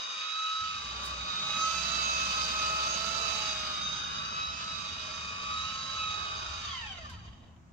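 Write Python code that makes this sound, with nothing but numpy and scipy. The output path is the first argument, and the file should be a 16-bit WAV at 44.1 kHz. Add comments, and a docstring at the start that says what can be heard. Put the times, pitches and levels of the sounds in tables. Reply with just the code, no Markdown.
"""A small geared motor cranks a roof vent lid open inside a van: its rotor whines twelve times a turn, buzzes
on the multiples of its turn and hisses at the brushes, coloured by the plastic housing. The low end stays
nearly empty until 0.6 s. From 1.4 to 3.9 s the hand-held microphone faces the vent, then swings back, through
the cabin's standing waves. At 6.6 s the power is cut: the tones fall with the rotor, the loose gears rattle,
and a few knocks end it. Rumble and a faint hiss, both filtered noise, remain."""
import sys
import numpy as np
from scipy import signal
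from scipy.fft import rfft, irfft
from scipy.io import wavfile
from scipy.ndimage import uniform_filter1d

SR = 44100
rng = np.random.default_rng(int(sys.argv[2]) if len(sys.argv) > 2 else 0)


def store_wav(level_fs):
    """Save 16-bit WAV to argv[1]."""
    pcm = np.round(np.clip(np.atleast_2d(level_fs), -1, 1) * 32767)
    wavfile.write(sys.argv[1], SR, pcm.T.astype(np.int16))


N = 340578
TIME_S = np.arange(N) / SR
FREQ_HZ = np.maximum(np.arange(N // 2 + 1) * SR / N, 1)
SIDES = np.array([[1], [-1]])   # left, right port

# faint hiss, spectrum: f/Hz, relative level/dB
AIR_COLOUR = [(100, -18), (500, 0.5), (1100, 6), (1600, 0), (3000, -7.5), (4500, -13), (7000, -8),
              (9500, -31), (15000, -29)]
AIR_DB = -66.5
# cabin rumble before trim: t/s, deep level/dB, upper level/dB
RUMBLE = [(0, -105, -75), (.54, -99, -75), (.62, -55, -63.5), (1, -58.5, -57), (2.1, -57.5, -52.5),
          (4.5, -56, -55.5), (5.8, -52.5, -57.5), (6.7, -48, -60.5), (7.3, -49, -57), (7.72, -61.5, -59.5)]
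# rumble spectrum: f/Hz, relative level/dB
RUMBLE_COLOUR = [(18, -18), (30, -11.5), (42, -2), (52, -8), (72, 5), (105, 0), (180, 3), (250, -3.5),
                 (300, -15.5), (340, -7.5), (450, -38), (1200, -26), (4000, -59.5)]
# low hum before trim: t/s, level/dB
HUM = [(.55, -93), (.9, -48), (1.2, -44), (1.4, -72), (1.8, -47.5), (2.7, -48.5), (3.8, -53), (7.72, -82)]
HUM_HZ = 61.4
# handling sounds: t/s, peak level/dB, rise/s, fall/s, lower edge f/Hz
HANDLING = [(1.059, -47.5, 0.016, 0.023, 6500), (7.097, -49.5, 0.00088, 0.021, 3950)]

# powered rotor, easing once per crank turn: t/s, speed/(turns/s)
RUNNING_SPEED = [(0.0, 104.6), (0.12, 103.9), (0.4, 107.1), (0.68, 107.2), (0.88, 105.0), (1.24, 104.6),
                 (1.44, 105.1), (1.84, 109.2), (1.96, 109.8), (2.08, 108.1), (2.24, 107.7), (2.48, 105.6),
                 (2.64, 106.5), (2.84, 106.9), (3.04, 109.5), (3.16, 109.8), (3.28, 108.9), (3.56, 105.4),
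                 (3.64, 103.8), (3.76, 103.5), (3.96, 104.0), (4.08, 103.0), (4.36, 106.9), (4.44, 106.8),
                 (4.6, 108.4), (4.84, 105.5), (5.12, 103.7), (5.44, 104.5), (5.8, 108.5), (5.96, 108.2),
                 (6.12, 105.6), (6.2, 106.0), (6.44, 103.3), (6.56, 103.4)]
# coast under drag and friction: t/s, speed/(turns/s)
COAST_SPEED = [(6.62, 103), (6.66, 99), (6.7, 94.2), (6.81, 79.6), (6.9, 65), (6.98, 57.8), (7.1, 43.9),
               (7.2, 33.8), (7.3, 25), (7.62, 1)]
OFF_S, LOOSEN_S = 6.61, 0.06   # power cut; time the gears take to come loose
# vent as heard: t/s, left port lag/ms, treble left-right level/dB before register share, facing/0-1
BEARING = [(0, -0.308, -1, 0.44), (1.2, -0.27, -3.5, 0.29), (1.4, -0.34, -3, 0.65), (1.65, 0.25, -6, 1),
           (1.9, 0.45, -7, 1), (3.4, 0.48, -7, 1), (3.85, 0.48, -0.5, 0.59), (4.1, -0.55, 0, 0.31),
           (4.7, -0.343, -3.5, 0.35), (5.3, -0.28, -4, 0.22), (5.9, -0.261, -2, 0.45),
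           (6.6, -0.292, -3.5, 0.23)]
LOW_LAG_SHARE = 0.7   # reflections shorten the lag of tones below 20 cycles per turn
# wall detours: shortest, longest, sway (1 sigma) as the microphone moves
ECHO_MIN_MS, ECHO_MAX_MS, ECHO_SWAY_MS = 1, 9, 0.22
CABIN_T60_S, CABIN_DB = 0.16, -4   # short ring behind the falling tones

# rough patches where the gears graze: t/s, peak level/dB, half length/s
GRAZES = [(4.17, -46, 0.25), (4.6, -59, 0.21), (6.46, -48.5, 0.16)]
GRAZE_HZ, GRAZE_WIDTH_HZ = 1420, 620
# gearbox resonances: f/Hz, width/Hz, gain/dB
GEARBOX = [(685, 36, 1.5), (1088, 72, 11.5), (1850, 490, 8), (3064, 520, 14.5), (3820, 210, 6.5),
           (4700, 400, -2)]
RATTLE_DB, RATTLE_FALL_DB = -45.5, 25   # at switch-off speed; fall per tenfold drop in speed
# last knocks of the slack gears: t/s, onset level/dB
KNOCKS = [(7.276, -55), (7.325, -62), (7.368, -79), (7.563, -64)]
KNOCK_DECAY_S = 0.01

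# strong buzz lines: order/(cycles/turn), level over the rest/dB
BUZZ = [(7, -5.5), (13, -3.5), (15, 2.5), (17, 5), (23, -1), (27, 6.5), (28, -1.5), (32, 10.5), (35, 6.5),
        (37, 10), (42, 4), (44, 1)]
# broad motor spectrum: f/Hz, relative level/dB
COLOUR = [(120, -36.5), (190, -16.5), (330, -11.5), (480, -10), (800, -3), (1400, 11.5), (1950, 2),
          (2400, 2.5), (3400, -2), (5500, -5), (7000, -5.5), (8200, -9), (9500, -31), (11200, -16),
          (13000, -33), (15000, -20.5)]
# housing resonances: f/Hz, width/Hz, gain/dB
HOUSING = [(254, 80, 7), (620, 36, 5), (1100, 88, 4), (1263, 200, 8.5), (1800, 30, 3.5), (2434, 110, 3),
           (2750, 8.8, 2), (2896, 32, 9.5), (3090, 140, 5.5), (3688, 58, 12), (3874, 156, 9.5),
           (4615, 260, 11), (4767, 54, 4), (4930, 520, 5.5), (6460, 60, 9.5), (6124, 650, 8)]
# extra gain of the lowest register: t/s, gain/dB
LOW_MIDS = [(0, -3.5), (.55, -15.5), (.75, -9.5), (1, 0), (1.5, -1.5), (3.3, 3.5), (4.1, -3), (4.85, -5),
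            (5.1, -3), (5.8, -6), (6.4, 1), (6.8, -7.5)]
# buzz and brush registers, low to high: level/dB, gain facing the vent/dB,
# loss per tenfold drop in speed/dB, share of the treble left-right dB
REGISTERS = [(-53.5, 2.5, 6, 0.05), (-50.5, 7, 42, -0.12), (-49, 7.5, 26, 0.01), (-49, 8, 34.5, 1.72),
             (-90.5, 31.5, 30, -0.5)]
FADING_HZ = 6   # rate of passing standing waves

# falling tones: order/(cycles/turn), base level/dB, loss per tenfold drop in speed/dB
COAST_TONES = [(12, -50.5, 10), (24, -51, 27), (36, -50, 35), (48, -52.5, 40), (60, -64, 36)]
# peaks and gaps of the path through the cabin: f/Hz, width/Hz, gain/dB
PATH_PEAKS = [(1195, 60, 7), (1450, 160, -7), (2330, 220, -9), (3450, 200, -7), (4200, 380, -12),
              (4720, 350, 6)]
RADIATES_ABOVE_HZ = 660   # the small housing hardly sounds below
BREAK_DB, BREAK_HZ = 3.5, 30   # break-up of falling tones: 1-sigma depth near standstill, rate

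# powered tones: order/(cycles/turn), trim on its level curve/dB
HARMONICS = [(12, 0.3), (24, 1.3), (36, 0), (48, 0), (60, 0), (11, -0.5), (10, -1.5), (8, 2), (6, 1)]
# level curves before trim, orders 12, 24, 36, 48, 60 and 11: t/s, left level/dB, right level/dB
WHINE = [(0.0, -44.5, -54.0), (0.26, -44.5, -44.0), (0.42, -33.0, -38.5), (0.62, -36.0, -34.5),
         (0.76, -41.5, -41.5), (0.86, -54.0, -53.5), (0.96, -47.5, -47.0), (1.2, -46.5, -47.5),
         (1.24, -43.5, -44.0), (1.52, -45.5, -42.5), (1.64, -32.0, -27.5), (1.82, -44.5, -40.5),
         (1.92, -41.0, -34.5), (2.14, -32.5, -34.5), (2.28, -35.5, -42.0), (2.42, -33.5, -36.0),
         (2.46, -38.5, -43.0), (2.62, -31.5, -33.5), (2.88, -34.0, -37.0), (2.98, -46.5, -36.0),
         (3.16, -41.5, -34.0), (3.3, -42.5, -38.0), (3.32, -67.5, -38.0), (3.4, -43.5, -46.0),
         (3.46, -38.0, -40.0), (3.56, -42.0, -49.0), (3.58, -49.0, -45.0), (3.72, -38.5, -48.5),
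         (3.86, -54.0, -40.0), (4.04, -46.5, -51.0), (4.26, -44.0, -40.5), (4.32, -44.0, -48.0),
         (4.38, -35.0, -38.5), (4.54, -44.0, -40.0), (4.58, -54.0, -49.0), (4.64, -43.5, -43.0),
         (5.06, -53.0, -58.0), (5.34, -44.5, -50.5), (5.4, -48.5, -50.0), (5.5, -40.0, -39.5),
         (5.6, -41.0, -37.5), (5.88, -46.5, -47.5), (6.02, -36.5, -35.5), (6.22, -46.0, -38.0),
         (6.3, -42.0, -41.0), (6.6, -50.0, -50.5)]
WHINE_SECOND = [(0.0, -57.5, -57.0), (0.22, -47.5, -45.0), (0.5, -45.0, -51.0), (0.56, -52.0, -68.0),
                (0.62, -62.0, -48.5), (0.7, -45.0, -45.0), (0.82, -51.0, -58.0), (0.92, -53.5, -48.5),
                (1.12, -48.5, -55.0), (1.38, -49.0, -49.5), (1.58, -38.5, -50.0), (1.78, -45.0, -40.5),
                (1.98, -52.0, -41.0), (2.04, -41.0, -36.5), (2.24, -46.5, -36.0), (2.48, -50.0, -43.5),
                (2.6, -44.0, -38.5), (2.84, -41.0, -42.0), (3.18, -60.0, -45.0), (3.24, -65.0, -39.5),
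                (3.32, -51.0, -39.5), (3.46, -45.0, -45.0), (3.88, -56.5, -58.5), (4.32, -52.0, -47.5),
                (4.42, -45.5, -42.5), (4.5, -61.0, -55.5), (4.58, -52.0, -41.0), (4.68, -62.5, -57.5),
                (4.72, -52.0, -45.5), (5.12, -50.5, -51.5), (5.28, -44.5, -46.0), (5.74, -50.5, -51.5),
                (5.78, -66.5, -68.5), (5.96, -51.5, -57.0), (6.0, -42.5, -43.0), (6.6, -57.0, -54.0)]
WHINE_THIRD = [(0.0, -42.5, -42.0), (0.18, -40.5, -41.5), (0.32, -46.0, -35.5), (0.6, -41.5, -36.5),
               (0.68, -52.0, -50.0), (0.76, -45.5, -44.0), (0.98, -47.0, -49.0), (1.1, -45.5, -42.0),
               (1.18, -45.5, -48.5), (1.22, -47.0, -36.0), (1.26, -41.5, -41.0), (1.3, -44.5, -34.5),
               (1.42, -36.5, -35.0), (1.58, -45.0, -33.0), (1.62, -37.0, -38.0), (1.66, -42.5, -41.0),
               (1.94, -46.5, -33.5), (2.12, -45.0, -36.0), (2.14, -47.5, -43.5), (2.2, -43.5, -34.5),
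               (2.3, -48.5, -42.5), (2.34, -39.0, -45.5), (2.6, -43.5, -38.0), (2.72, -47.5, -51.0),
               (2.74, -48.0, -45.0), (2.82, -51.5, -56.5), (2.96, -45.5, -38.5), (3.06, -59.5, -39.0),
               (3.18, -50.0, -40.0), (3.24, -52.0, -35.0), (3.52, -39.5, -40.0), (3.54, -42.0, -49.0),
               (3.58, -40.5, -38.5), (3.68, -45.5, -45.0), (3.8, -40.5, -36.5), (3.88, -34.0, -40.5),
               (3.94, -47.0, -33.0), (4.0, -37.0, -46.0), (4.04, -42.0, -36.5), (4.12, -44.5, -44.5),
               (4.18, -44.5, -37.0), (4.28, -41.5, -49.0), (4.44, -42.0, -37.0), (4.52, -46.5, -43.5),
               (4.54, -56.0, -48.5), (4.72, -40.0, -41.0), (4.76, -46.0, -38.0), (5.04, -47.5, -47.0),
               (5.12, -52.0, -48.0), (5.22, -44.5, -46.5), (5.34, -51.0, -49.5), (5.54, -44.5, -43.5),
               (5.6, -41.5, -35.0), (5.76, -49.5, -41.5), (6.0, -42.0, -35.5), (6.2, -48.0, -36.5),
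               (6.36, -45.0, -47.0), (6.6, -49.5, -46.5)]
WHINE_FOURTH = [(0, -62, -47), (1.2, -67, -54), (1.65, -58, -47.5), (3.4, -60, -45), (4.1, -53, -48),
                (5.3, -62, -49.5), (6.6, -63, -50.5)]
WHINE_FIFTH = [(0.0, -56, -52.5), (1.14, -65, -63), (1.65, -63, -37), (1.98, -65, -53), (2.04, -51, -38.5),
               (2.76, -71, -51.5), (2.94, -52, -35), (3.0, -64, -53), (3.51, -61, -41), (3.78, -64, -64),
               (3.84, -70.5, -42), (4.17, -58, -51.5), (4.92, -61, -63), (5.4, -67, -67), (5.58, -65, -51),
               (5.94, -79, -52), (6.15, -62, -48), (6.57, -71, -69)]
UNDER_WHINE = [(0.0, -50.0, -57.0), (0.4, -56.0, -50.0), (0.64, -64.0, -52.0), (0.7, -50.0, -48.0),
               (1.12, -48.5, -42.5), (1.16, -58.0, -60.0), (1.3, -43.0, -42.0), (1.36, -55.0, -56.5),
               (1.42, -44.0, -50.5), (1.6, -42.5, -48.0), (1.7, -51.0, -44.0), (1.78, -60.5, -59.5),
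               (1.84, -52.5, -51.5), (2.04, -60.0, -53.0), (2.14, -46.5, -53.0), (2.34, -50.5, -52.0),
               (2.94, -50.0, -50.5), (3.38, -53.0, -50.5), (3.78, -44.0, -42.0), (3.92, -53.0, -48.0),
               (3.98, -63.5, -63.0), (4.1, -46.5, -48.0), (4.22, -43.0, -42.0), (4.5, -49.5, -62.0),
               (4.78, -48.0, -41.0), (5.02, -52.0, -51.5), (5.52, -41.0, -43.0), (5.86, -52.5, -52.5),
               (6.1, -50.5, -44.5), (6.6, -58.0, -55.0)]
# level curves before trim, orders 10 and 8: t/s, level/dB
TENTH_ORDER = [(0, -61.5), (5.3, -71.5), (5.6, -52), (5.95, -46), (6.1, -61.5), (6.6, -54)]
EIGHTH_ORDER = [(0, -68), (.6, -78), (1.3, -68), (1.6, -58), (2.3, -57), (2.75, -51), (2.95, -57),
                (3.25, -59), (3.42, -49.5), (3.7, -62), (3.9, -69), (6.6, -66)]
# level curve before trim, order 6: t/s, left level/dB, right level/dB
LOW_OCTAVE = [(0, -68, -69), (.64, -87, -84), (.9, -68, -71), (1.3, -62, -62), (1.62, -56, -61),
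              (2.08, -56, -51), (2.52, -57, -60), (2.7, -52, -51), (3.32, -53, -47), (3.8, -56, -62),
              (4.1, -68, -66), (4.6, -63, -60), (4.95, -60, -65), (5.3, -63, -65), (5.75, -75, -74),
              (6.35, -63, -63), (6.6, -65, -66)]
# standing-wave shift between the ports, orders 12 and 36: t/s, left lead/cycles
WHINE_LEAD = [(0.0, -0.32), (0.21, -0.86), (0.75, -0.81), (0.96, -0.55), (1.44, -0.74), (1.47, -0.99),
              (1.77, -1.09), (1.86, -1.35), (2.07, -1.48), (2.3, -1.32), (2.75, -1.33), (2.95, -1.4),
              (3.36, -1.38), (3.6, -1.23), (3.63, -0.96), (3.81, -1.34), (4.26, -1.46), (4.56, -1.37),
              (4.77, -2.16), (5.13, -2.78), (5.43, -2.53), (5.58, -2.87), (6.09, -2.83), (6.3, -2.56),
              (6.57, -2.48)]
THIRD_LEAD = [(0, 1.05), (.3, .8), (.42, 1.05), (.7, 1.1), (1.42, 1.42), (1.53, 1.25), (1.8, 0),
              (2.05, -.43), (2.45, -.25), (2.8, -.48), (3.47, -.12), (3.65, -.5), (3.9, 0), (4.42, -.05),
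              (4.65, -.35), (5.05, 0), (6.05, .1), (6.22, -.25), (6.57, .15)]
SLOTS = 12
FLUTTER, WANDER_RAD = 0.2, 0.17   # unsteadiness of powered tones at order 24

CUTOFF_HZ = 15800


def from_db(db):
    """Decibels to gain."""
    return 10 ** (np.asarray(db) / 20)


def rms_one(x):
    """Scale to unit power."""
    return x / np.sqrt(np.mean(x ** 2) + 1e-20)


def in_time(rows):
    """Each column of a curve table at every sample."""
    s, *columns = np.transpose(rows)
    return [np.interp(TIME_S, s, c) for c in columns]


def over_hz(points):
    """A short spectrum on the frequency grid, in dB."""
    hz, db = np.transpose(points)
    return np.interp(np.log(FREQ_HZ), np.log(hz), db)


def shaped(x, gain):
    """Filter by a gain per frequency."""
    return irfft(rfft(x) * gain, N)


def drift(rate_hz):
    """Slow chance with spread 1: low-passed noise made at SR / 32."""
    size = N // 32 + 2
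    hz = np.arange(size // 2 + 1) * SR / 32 / size
    slow = irfft(rfft(rng.standard_normal(size)) / (1 + (hz / rate_hz) ** 2), size)
    return np.interp(TIME_S, np.linspace(0, TIME_S[-1], size), rms_one(slow))


def registers(x, edges_hz):
    """Split into adjoining bands, each of unit power."""
    below = [0] + [1 / (1 + (FREQ_HZ / hz) ** 10) for hz in edges_hz] + [1]
    return [rms_one(shaped(x, upper - lower)) for lower, upper in zip(below, below[1:])]


def resonances_db(hz, rows):
    """How much a set of peaks and gaps lifts each frequency."""
    return sum(db / (1 + (2 * (hz - centre) / width) ** 2) for centre, width, db in rows)


def air():
    """A faint, even hiss, different at each port."""
    return from_db(AIR_DB) * rms_one(shaped(rng.standard_normal((2, N)), from_db(over_hz(AIR_COLOUR))))


def rumble(deep_db, upper_db, apart_hz):
    """Low cabin noise; long waves reach both ports nearly alike."""
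    mid, side = rng.standard_normal((2, N))
    noise = mid + SIDES * shaped(side, (FREQ_HZ + 80) / (FREQ_HZ + apart_hz))
    deep, upper = registers(shaped(noise, from_db(over_hz(RUMBLE_COLOUR))), edges_hz=[110])
    deep_level_db, upper_level_db = in_time(RUMBLE)
    return deep * from_db(deep_level_db + deep_db) + upper * from_db(upper_level_db + upper_db)


def hum(trim_db):
    """A low sine of wavering phase, alike at both ports."""
    phase = 2 * np.pi * HUM_HZ * TIME_S + 0.5 * drift(3.3)
    return np.sqrt(2) * from_db(in_time(HUM)[0] + trim_db) * np.sin(phase)


def handling():
    """A soft swish and a light tick: bright noise that swells and dies."""
    out = 0
    for s, db, rise_s, fall_s, edge_hz in HANDLING:
        swell = np.exp(-np.maximum((s - TIME_S) / rise_s, (TIME_S - s) / fall_s))
        low_cut = 1 / (1 + (edge_hz / FREQ_HZ) ** 6)
        treble_fall = 1 / (1 + (FREQ_HZ / (0.5 * edge_hz)) ** 3)
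        noise = rng.standard_normal((2, N))
        out = out + from_db(db) * swell * rms_one(shaped(noise, low_cut * treble_fall))
    return out


def rotor_speed():
    """Turns per second: the powered run, then the coast almost to rest, with a slight tremble."""
    curve = in_time(list(RUNNING_SPEED) + list(COAST_SPEED))[0]
    return uniform_filter1d(curve, size=SR // 30) * (1 + 0.00108 * drift(31.2))


def gear_load(turns, depth, gear_ratio):
    """The first gear wheel loads the rotor once and twice in each of its own turns, swaying the level."""
    angle = 2 * np.pi * gear_ratio * turns + 0.5 * drift(0.85)
    return 1 + depth * (np.cos(angle) + np.cos(2 * angle))


def wall_echoes(source, count=6):
    """Early reflections whose detours sway with the microphone, so that peaks and gaps wander in the noise."""
    out = 0
    for wall in range(count):
        port_ms = rng.uniform(-0.25, 0.25, (2, 1))
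        detour_ms = rng.uniform(ECHO_MIN_MS, ECHO_MAX_MS) + ECHO_SWAY_MS * drift(0.5) + port_ms
        delay = np.round(detour_ms * SR / 1000).astype(int)
        out = out + source[np.maximum(np.arange(N) - delay, 0)]
    return rms_one(out)


def cabin(x):
    """Add a short diffuse ring, different at each port."""
    half = SR // 2
    tail = rng.standard_normal((2, half)) * from_db(-60 * TIME_S[:half] / CABIN_T60_S)
    tail = tail / np.sqrt(np.sum(tail ** 2, axis=1, keepdims=True))
    return x + from_db(CABIN_DB) * signal.fftconvolve(x, tail, axes=1)[:, :N]


def brushes(turns, bite):
    """Sliding noise that swells as commutator gaps pass, once, twice and four times a turn."""
    angle = 2 * np.pi * turns
    contact = np.exp(bite * (0.7 * np.cos(angle) + np.cos(2 * angle) + np.cos(4 * angle)))
    return rms_one(contact * rng.standard_normal(N))


def grazes(turns):
    """Grazing gears: soft, hoarse swells of band noise just above the whine."""
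    swell = sum(from_db(db) * np.exp(-((TIME_S - s) / half_s) ** 2) for s, db, half_s in GRAZES)
    scrape = wall_echoes(brushes(turns, bite=0.36))
    band = 1 / (1 + (2 * (FREQ_HZ - GRAZE_HZ) / GRAZE_WIDTH_HZ) ** 4)
    return swell * rms_one(shaped(scrape, band))


def rattle(turns, slowing, loose, bite):
    """Unpowered, the teeth chatter in their backlash and ring the gearbox, ending in separate knocks."""
    chatter = np.array([brushes(turns, bite) for port in range(2)])
    ring = (from_db(resonances_db(FREQ_HZ, GEARBOX)) - 1) / (1 + FREQ_HZ / 1500)
    knocks = 0
    for s, db in KNOCKS:
        knocks = knocks + from_db(db) * (TIME_S > s) * np.exp(-np.abs(TIME_S - s) / KNOCK_DECAY_S)
    level = from_db(RATTLE_DB - RATTLE_FALL_DB * slowing) * loose + knocks
    return level * rms_one(shaped(chatter, ring))


def buzz(turns, fade_hz, corner_order, count=4):
    """No two rotor slots are alike: one uneven ripple a turn, heard over a few paths that come and go."""
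    orders = np.arange(72)
    db = np.zeros(len(orders))
    for order, extra_db in BUZZ:
        db[round(order)] = extra_db
    lines = from_db(db) * (orders > 1) / (1 + (orders / corner_order) ** 4)
    out = 0
    for path in range(count):
        one_turn = irfft(lines * np.exp(2j * np.pi * rng.random(len(orders))), 4096)
        ripple = np.interp(turns % 1 * len(one_turn), np.arange(len(one_turn)), one_turn)
        out = out + drift(fade_hz) * ripple
    return rms_one(out)


def rasp(turns, speed, slowing, load, buzz_db, direct_db, diffuse_db, fading_db):
    """Buzz and brush noise ring in the housing; the brushes reach each port directly and by reflections."""
    lag_ms, treble_pan_db, facing = in_time(BEARING)
    source, *reflected = [brushes(turns, bite=0.097) for path in range(3)]
    direct = np.interp(TIME_S - SIDES * lag_ms / 2000, TIME_S, source)   # half the lag at each port
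    diffuse = from_db(diffuse_db) * np.array(reflected)
    hiss = rms_one(from_db(direct_db) * direct + wall_echoes(source) + diffuse)
    lines = np.array([buzz(turns, fade_hz=7.1, corner_order=95) for port in range(2)])
    drive = hiss + from_db(buzz_db) * np.sqrt(speed / speed.max()) * lines
    colour_db = over_hz(COLOUR) + resonances_db(FREQ_HZ, HOUSING)
    low, *upper = registers(shaped(load * drive, from_db(colour_db)), edges_hz=[905, 2260, 3700, 7960])
    bands = [low * from_db(in_time(LOW_MIDS)[0])] + upper
    out = 0
    for band, (db, facing_db, fall_db, shadow) in zip(bands, REGISTERS):
        pan_db = SIDES * shadow * treble_pan_db / 2
        level_db = db + facing_db * facing - fall_db * slowing + fading_db * drift(FADING_HZ) + pan_db
        out = out + band * from_db(level_db)
    return out


def radiation_db(hz):
    """Loss of tones too low for the housing to radiate."""
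    return -10 * np.log10(1 + (RADIATES_ABOVE_HZ / hz) ** 20)


def tone(order, turns, speed, flutter, wander_rad, lead=None):
    """One unsteady multiple of the turn at both ports, unit power; the left lead follows the bearing unless given."""
    if lead is None:
        share = LOW_LAG_SHARE if order < 20 else 1
        lead = -share * in_time(BEARING)[0] / 1000 * speed * order
    phase = 2 * np.pi * (round(order) * turns + SIDES * lead / 2) + SIDES * wander_rad * drift(17.0)
    wave = (1 + flutter * drift(90)) * np.cos(phase) + flutter * drift(90) * np.sin(phase)
    return wave * np.sqrt(2 / (1 + 2 * flutter ** 2))


def run_down(turns, speed, slowing, gain, flutter, wander_rad):
    """Coasting, the slot harmonics fall through the resonances, flaring at each and breaking up as they slow."""
    slack = np.sqrt(1 - speed / speed.max())
    tones = 0
    for order, db, fall_db in COAST_TONES:
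        hz = order * speed
        colour_db = resonances_db(hz, GEARBOX) + resonances_db(hz, PATH_PEAKS) + radiation_db(hz)
        level = from_db(db - fall_db * slowing + colour_db + BREAK_DB * slack * drift(BREAK_HZ))
        tones = tones + level * tone(order, turns, speed, flutter, wander_rad)
    return cabin(gain * tones)


def whine(turns, speed, flutter, wander_rad):
    """Powered slot harmonics and weaker rotor tones fade in the standing waves; higher ones flutter more."""
    curves = (WHINE, WHINE_SECOND, WHINE_THIRD, WHINE_FOURTH, WHINE_FIFTH,
              UNDER_WHINE, TENTH_ORDER, EIGHTH_ORDER, LOW_OCTAVE)   # in the order of HARMONICS
    leads = {SLOTS: in_time(WHINE_LEAD)[0], 3 * SLOTS: in_time(THIRD_LEAD)[0]}
    out = 0
    for (order, db), curve in zip(HARMONICS, curves):
        unsteady = np.sqrt(order / (2 * SLOTS))
        level = from_db(db + np.array(in_time(curve)))
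        wave = tone(order, turns, speed, flutter * unsteady, wander_rad * unsteady, leads.get(order))
        out = out + level * wave
    return out


def scene():
    """One rotor drives whine, buzz, brush noise and rattle; rumble, hum and a faint hiss lie below."""
    background = air() + rumble(deep_db=-1.0, upper_db=0.5, apart_hz=600) + hum(trim_db=-3.5) + handling()
    speed = rotor_speed()
    turns = np.cumsum(speed) / SR
    loose = np.clip((TIME_S - OFF_S) / LOOSEN_S, 0, 1)
    slowing = loose * np.log10(np.interp(OFF_S, TIME_S, speed) / speed)   # tenfold drops since switch-off
    slack = np.sqrt(np.clip(1 - speed / 102, 0, 1))   # slower gears play more in their backlash
    load = gear_load(turns, depth=0.065 + 0.081 * slack, gear_ratio=0.265)
    motor = grazes(turns) + load * rattle(turns, slowing, loose, bite=0.11)
    motor = motor + rasp(turns, speed, slowing, load, buzz_db=-9, direct_db=-4, diffuse_db=-4, fading_db=0.61)
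    motor = motor + run_down(turns, speed, slowing, load * loose, flutter=0.31, wander_rad=0.94)
    motor = motor + load * (1 - loose) * whine(turns, speed, FLUTTER, WANDER_RAD)
    return background + motor


def record(dry):
    """The top is cut steeply by an elliptic low-pass."""
    return signal.sosfilt(signal.ellip(10, 0.1, 80, CUTOFF_HZ, fs=SR, output="sos"), dry)


dry = scene()
out = record(dry)
store_wav(out)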